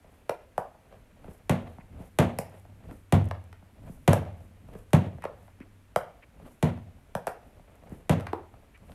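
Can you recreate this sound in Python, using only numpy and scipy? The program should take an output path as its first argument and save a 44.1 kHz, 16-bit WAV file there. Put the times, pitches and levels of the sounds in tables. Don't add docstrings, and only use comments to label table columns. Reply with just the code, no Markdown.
import sys
import numpy as np
from scipy import signal
from scipy.fft import rfft, irfft, next_fast_len
from scipy.io import wavfile

SR = 44100
rng = np.random.default_rng(int(sys.argv[2]) if len(sys.argv) > 2 else 0)


def put_to_file(sound):
    columns = np.atleast_2d(sound).T
    safe = np.clip(columns, -1, 1)
    whole_steps = np.round(safe * 32767)
    wavfile.write(sys.argv[1], SR, whole_steps.astype(np.int16))


def rack_gain(trim_db):
    fader = np.asarray(trim_db, float)
    return 10 ** (fader / 20)


N = 394254

# [t/s, crack level/dB, deep mode level/dB, boom mode level/dB]
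CEILING_HITS = [(1.4949, -13, -37, -23), (2.1871, -9, -34.5, -18.5), (3.1236, -12.5, -23.5, -17),
                (4.0773, -8.5, -28, -16.5), (4.9319, -11, -38, -19), (6.6264, -15.5, -35.5, -20),
                (8.0944, -13, -34.5, -20)]
# [f/Hz, level/dB relative to their group, t60/s]
CEILING_MODES = [(82.3, -6.5, 1.1), (82.3, -11.5, 1.09), (98, 7.5, 0.55), (139.8, -1, 0.21),
                 (157.9, 5.5, 0.18), (184.3, -2, 0.26), (209, -37, 0.69), (236, 3.5, 0.4),
                 (270.6, -9, 0.38), (326.4, -6.5, 0.41), (363, -9, 0.3)]
# [f/Hz, relative level/dB per Hz]
BOARD_CRACK_COLOUR = [(600, -26), (1000, -39), (2000, 15), (3500, 4), (5000, -6.5), (8000, 1.5),
                      (11500, -1), (14500, -13), (16400, -38)]
# [t/s, crack level/dB, cup f/Hz, cup level/dB, puff level/dB, snap level/dB]
CATCHES = [(0.2936, -29.5, 570, -13.5, -31, -16.5), (0.5789, -29.5, 694, -11.5, -27, -20.5),
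           (2.3871, -18.5, 530, -18.5, -23, -13.5), (3.3111, -44, 627, -23.5, -46, -17),
           (4.131, -16.5, 582, -8.5, -13, -10), (5.222, -44, 840, -39, -60, -32),
           (5.239, -40.5, 825, -23.5, -34.5, -32), (5.2518, -56, 520, -20, -61, -22.5),
           (5.9606, -20.5, 610, -7.5, -22, -7.5), (7.1513, -27.5, 597, -18.5, -20.5, -15),
           (7.2694, -23, 674, -16.5, -36, -20), (7.2764, -44, 480, -24.5, -64, -18.5),
           (8.199, -44, 514, -31, -28, -28), (8.207, -42, 248, -53, -30, -29),
           (8.268, -47, 790, -29.5, -47, -21.5), (8.3317, -41, 793, -17, -55, -21),
           (8.3297, -51, 380, -19.5, -52, -34)]
# [t/s, cup f/Hz, cup level/dB, puff level/dB]
FINGER_TOUCHES = [(0.044, 570, -46.5, -49), (0.8644, 630, -58, -67), (0.9248, 566, -40.5, -61),
                  (1.243, 640, -39.5, -43), (1.2806, 390, -36.5, -31), (1.7837, 695, -37.5, -33.5),
                  (1.9997, 306, -55, -27), (2.6514, 635, -43.5, -62), (2.911, 272, -34.5, -58),
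                  (3.6254, 627, -47.5, -42), (3.8944, 360, -46, -28), (4.4054, 650, -44.5, -56),
                  (4.6865, 580, -42, -62), (4.7512, 420, -33, -30), (5.1834, 590, -39.5, -39),
                  (5.481, 700, -44, -61), (5.6029, 256, -34.5, -50), (6.398, 723, -45, -67),
                  (6.4544, 270, -43, -62), (6.7754, 616, -38.5, -40), (7.5954, 634, -47, -45.5),
                  (7.835, 580, -43.5, -55), (7.918, 264, -39, -24.5), (8.5389, 686, -42, -55),
                  (8.8957, 576, -40.5, -42)]
# [t/s, crack level/dB, snap level/dB]
STICKY_TICKS = [(2.497, -48, -56), (2.597, -54, -56), (3.243, -46, -55), (3.255, -43, -55),
                (3.288, -40.5, -50), (3.44, -50, -60), (3.5279, -48.5, -30.5), (4.252, -64, -33),
                (4.737, -62, -37), (4.906, -50, -45), (5.479, -59, -42), (7.755, -49, -58),
                (7.895, -48, -55), (8.776, -53, -42), (8.919, -60, -32.5)]
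# [t/s, length/s, centre f/Hz, level/dB]
SKIN_RUBS = [(1.788, 0.039, 2170, -58.5), (5.21, 0.071, 2130, -47.5), (5.594, 0.048, 2240, -55.5),
             (6.214, 0.037, 2200, -53), (8.733, 0.043, 2270, -56)]
# [f/Hz, relative level/dB per Hz]
SKIN_CRACK_COLOUR = [(2000, -26), (3500, -26), (5000, 6.5), (8000, 13.5), (11500, 16), (14500, -3),
                     (16400, -15)]
# [fastest moment t/s, rumble level/dB, rustle level/dB, hiss level/dB]
ARM_SWINGS = [(.115, -78, -65.5, -73), (.935, -94, -61.5, -78), (1.294, -50.5, -56, -61.5),
              (1.69, -57, -53.5, -69), (2.013, -46.5, -54, -61.5), (2.55, -62, -57, -65),
              (2.902, -52.5, -56.5, -62.5), (3.89, -46.5, -57.5, -59.5), (4.01, -77, -84, -72),
              (4.4, -55, -90, -69), (4.751, -47, -55, -61.5), (5.4, -62, -65, -69),
              (5.61, -60.5, -75, -106), (6.47, -54.5, -58, -61.5), (7.01, -64, -77, -80),
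              (7.46, -70, -67, -73), (7.57, -68, -68, -77), (7.72, -74, -71, -83), (7.923, -53, -54, -63),
              (8.6, -61, -77, -78), (8.912, -57.5, -61, -63)]
RUMBLE_SWELL = (209, 227, -61.5, 0.0529)
RUSTLE_SWELL = (204, 274, -70.5, 0.022)
HISS_SWELL = (214, 189, -85.5, -0.0432)
# [f/Hz, relative level/dB per Hz]
RUMBLE_COLOUR = [(13, -18), (22, 3.5), (70, 7.5), (103, 3.5), (129, 0.5), (259, -2.5), (350, -13.5),
                 (460, -42), (770, -120)]
RUSTLE_COLOUR = [(250, -24), (400, 0.5), (650, 1), (1100, -11), (2500, -18.5), (4500, -32), (7000, -48.5)]
HISS_COLOUR = [(3000, -25), (5000, -10), (7000, -5), (9500, 0), (12300, 0), (14500, -10), (15600, -25)]
# [f/Hz, relative level/dB per Hz]
AIR_COLOUR = [(13, -44), (22, 4.5), (85, 2), (143, -29.5), (242, -8), (328, -9.5), (636, -24.5),
              (935, -17.5), (2320, -19.5), (5030, -31.5), (11800, -30.5), (14700, -38), (16000, -49)]
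# [t/s, level/dB]
HUM_COURSE = [(0, -72), (2.5, -52), (3.6, -57), (5.8, -54), (6.3, -87), (8.94, -76)]
# [f/Hz, t60/s, relative level/dB]
ROOM_DECAY = [(93, 0.5, -13.5), (193, 0.38, -14), (356, 0.32, -10.5), (480, 0.25, -4.5), (700, 0.33, -10.5),
              (1000, 0.24, -4), (2950, 0.29, -8.5), (4140, 0.26, -10), (5250, 0.23, -7),
              (7800, 0.21, -15.5), (14500, 0.16, -9.5)]

SLAP_HZ, SLAP_T60_S, SLAP_DB, KNOCK_DB = 657, 0.0085, 3.5, -17
SPREAD_S, SPREAD_DB = 0.0023, -1
BOARD_LAG_S, FLOOR_ECHO_S = 0.00295, 0.0172
CLICK_RISE = 16

CUP_CYCLES, PUFF_HZ, PUFF_T60_S = 3.78, 180, 0.031
SNAP_HZ, SNAP_T60_S = 1375, 0.0016
SNAP_BAND_HZ = 243, 14700
PATTER_S, PATTER_DB = 0.003, -5
TOUCH_CRACK_DB, TOUCH_SNAP_DB = -24, -4
SLEEVE_HISS_DB, SLEEVE_HISS_T60_S = -28, 0.2

LATE_DB, LATE_STRETCH = -22, 3.42
AIR_DB = -62
HUM_HZ, OVERTONE_DB = 97.8, -17
BASS_LAG_CYCLES, LAG_KNEE_HZ = 1.367, 48.7

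EDGES_HZ = 70 * 2 ** np.arange(0, 8.1, 1 / 3)
BANK = [signal.butter(2, band, "band", fs=SR, output="sos") for band in zip(EDGES_HZ, EDGES_HZ[1:])]
UNIT_CLICK = np.eye(1, 32768)[0]


def board_modes(deep_db, boom_db, knock_db, spot_db):
    board = 0
    for (hz, mode_db, t60), chance_db in zip(CEILING_MODES, spot_db):
        push_db = deep_db if hz < 115 else boom_db if hz < 200 else knock_db
        board = board - rack_gain(push_db + mode_db + chance_db) * ring(UNIT_CLICK, hz, t60)
    return board


def ceiling():
    out = np.zeros(N)
    spots_db = 2.5 * rng.standard_normal((len(CEILING_HITS), len(CEILING_MODES)))
    board_fade = np.exp(-np.arange(len(UNIT_CLICK)) / (0.0088 * SR))
    for (s, crack_db, deep_db, boom_db), spot_db in zip(CEILING_HITS, spots_db):
        touch = rack_gain(crack_db) * crack(BOARD_CRACK_COLOUR)
        slap = rack_gain(crack_db + SLAP_DB) * ring(UNIT_CLICK, SLAP_HZ, SLAP_T60_S)
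        near = touch + slap
        spread = -rack_gain(SPREAD_DB) * np.roll(touch, round(SPREAD_S * SR))
        board = board_modes(deep_db, boom_db, crack_db + KNOCK_DB, spot_db)
        add(out, near + spread + room(rack_gain(6.5) * near), s)
        add(out, rack_gain(-10.5) * touch, s + FLOOR_ECHO_S)
        add(out, board + room(rack_gain(4.0) * board * board_fade), s + BOARD_LAG_S)
    return out


def hand():
    return cupped_pops() + sticky_ticks() + skin_rubs()


def cupped_pops():
    out = np.zeros(N)
    touches = [(s, cup_db + TOUCH_CRACK_DB, hz, cup_db, puff_db, cup_db + TOUCH_SNAP_DB)
               for s, hz, cup_db, puff_db in FINGER_TOUCHES]
    sleeve_noise = rms_one(coloured(rng.standard_normal(len(UNIT_CLICK)), HISS_COLOUR))
    sleeve_hiss = sleeve_noise * rack_gain(-60 * np.arange(len(UNIT_CLICK)) / SR / SLEEVE_HISS_T60_S)
    push = np.diff(UNIT_CLICK, prepend=0)
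    for s, crack_db, hz, cup_db, puff_db, snap_db in CATCHES + touches:
        cup = ring(ring(push, hz, CUP_CYCLES / hz), hz, CUP_CYCLES / hz)
        pop = skin(crack_db, snap_db)
        pop += rack_gain(cup_db) * cup / np.abs(cup).max()
        pop += rack_gain(puff_db) * ring(UNIT_CLICK, PUFF_HZ, PUFF_T60_S)
        add(out, pop + room(rack_gain(-2) * pop) + rack_gain(crack_db + SLEEVE_HISS_DB) * sleeve_hiss, s)
    return out


def sticky_ticks():
    out = np.zeros(N)
    for s, crack_db, snap_db in STICKY_TICKS:
        tick = skin(crack_db, snap_db)
        add(out, tick + room(rack_gain(-1) * tick), s)
    return out


def skin_rubs():
    out = np.zeros(N)
    for s, length, hz, db in SKIN_RUBS:
        noise = ring(ring(rng.standard_normal(4096), hz, .002), hz, .002)
        noise = noise[-round(length * SR):]
        add(out, rack_gain(db) * rms_one(noise) * np.hanning(len(noise)), s)
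    return out


def skin(crack_db, snap_db):
    band = signal.butter(2, SNAP_BAND_HZ, "band", fs=SR, output="sos")
    snap = signal.sosfilt(band, ring(UNIT_CLICK, SNAP_HZ, SNAP_T60_S))
    first = rack_gain(crack_db) * crack(SKIN_CRACK_COLOUR) - rack_gain(snap_db) * snap
    lags = rng.random(3) * PATTER_S * SR
    sizes = rng.standard_normal(3)
    later = sum(size * np.roll(first, round(lag)) for lag, size in zip(lags, sizes))
    return first + rack_gain(PATTER_DB) * later


def crack(colour):
    pulse = coloured(np.roll(UNIT_CLICK, CLICK_RISE), colour)
    pulse = pulse * np.exp(-np.arange(len(UNIT_CLICK)) / 90)
    return pulse / np.abs(pulse).max()


def arm():
    rumble_noise, rustle_noise, hiss_noise = (
        rms_one(coloured(rng.standard_normal(N), colour))
        for colour in (RUMBLE_COLOUR, RUSTLE_COLOUR, HISS_COLOUR))
    rumble = swell(1, *RUMBLE_SWELL) * rack_gain(2.7 * drift(11.4)) * rumble_noise
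    rustle = swell(2, *RUSTLE_SWELL) * rack_gain(3.4 * drift(28)) * rustle_noise
    hiss = swell(3, *HISS_SWELL) * rack_gain(2.2 * drift(57.6)) * hiss_noise
    return rumble + rustle + hiss


def swell(column, rise, fall, rest_db, hold):
    t = np.arange(N // 64 + 2) * 64 / SR
    gain = rack_gain(rest_db) * np.ones(len(t))
    for swing in ARM_SWINGS:
        fastest = swing[0]
        before = np.maximum(fastest - hold - t, 0)
        after = np.maximum(t - fastest, 0)
        gain += rack_gain(swing[column] - rise * before - fall * after)
    return np.interp(np.arange(N) / SR, t, gain)


def room(x):
    t = np.arange(len(x)) / SR
    white = rng.standard_normal((2, len(x)))
    tail = 0
    for k, (sos, hz) in enumerate(zip(BANK, EDGES_HZ * 2 ** (1 / 6))):
        fall_db = 60 * t[::32] / at_hz(ROOM_DECAY, hz)
        decay = rack_gain(-fall_db) + rack_gain(LATE_DB - fall_db / LATE_STRETCH)
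        gain = rack_gain(at_hz(ROOM_DECAY, hz, column=2)) * decay
        tail = tail + signal.sosfilt(sos, white[k % 2]) * np.repeat(gain, 32)
    tail *= rack_gain(1.6 * drift(25)[:len(x)])
    onset = np.clip((t - .003) / 0.00046, 0, 1)
    ending = np.clip((t[-1] - t) / 0.54, 0, 1)
    tail *= onset * ending * rack_gain(-26)
    return signal.fftconvolve(x[:8192], tail)[:len(x)]


def quiet_air():
    t = np.arange(N) / SR
    air = rack_gain(AIR_DB) * rms_one(coloured(rng.standard_normal(N), AIR_COLOUR))
    phase = 2 * np.pi * HUM_HZ * t + 0.68 * drift(2.8)
    hum_db = np.interp(t, *np.transpose(HUM_COURSE)) + 0.98 * drift(1.6)
    hum = np.sin(phase) + rack_gain(OVERTONE_DB) * np.sin(2 * phase)
    return air + rack_gain(hum_db) * hum


def rms_one(x):
    return x / np.sqrt(np.mean(x ** 2) + 1e-20)


def at_hz(table, hz, column=1):
    table = np.array(table)
    return np.interp(np.log(hz), np.log(table[:, 0]), table[:, column])


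def coloured(x, spectrum):
    hz = np.arange(len(x) // 2 + 1) * SR / len(x) + 1e-3
    inside = (hz > spectrum[0][0]) & (hz < spectrum[-1][0])
    return irfft(rfft(x) * rack_gain(at_hz(spectrum, hz)) * inside, len(x))


def drift(rate):
    r = np.exp(-80 * np.pi * rate / SR)
    slow = signal.lfilter([1], [1, -2 * r, r * r], rng.standard_normal(N // 40 + 2002))[2000:]
    return np.interp(np.arange(N) / 40, np.arange(len(slow)), rms_one(slow))


def ring(clicks, hz, t60):
    r = rack_gain(-60 / (max(t60, .001) * SR))
    w = 2 * np.pi * hz / SR
    return signal.lfilter([0, np.sin(w)], [1, -2 * r * np.cos(w), r * r], clicks + 1e-18)


def add(out, sound, s):
    at = round(s * SR)
    out[at:at + len(sound)] += sound[:N - at]


def scene():
    low_cut = signal.butter(4, 75, "high", fs=SR, output="sos")
    blows = signal.sosfilt(low_cut, ceiling() + hand())
    return (blows + arm() + quiet_air())[None]


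def band_limit(x):
    return signal.sosfilt(signal.butter(12, 16530, fs=SR, output="sos"), x)


def record(dry):
    size = next_fast_len(N + SR)
    hz = np.arange(size // 2 + 1) * SR / size
    late = np.exp(-2j * np.pi * BASS_LAG_CYCLES * np.log(1 + hz / LAG_KNEE_HZ))
    mix = irfft(rfft(dry, size) * late, size)[:, :N]
    return band_limit(mix)


dry = scene()
out = record(dry)
put_to_file(out)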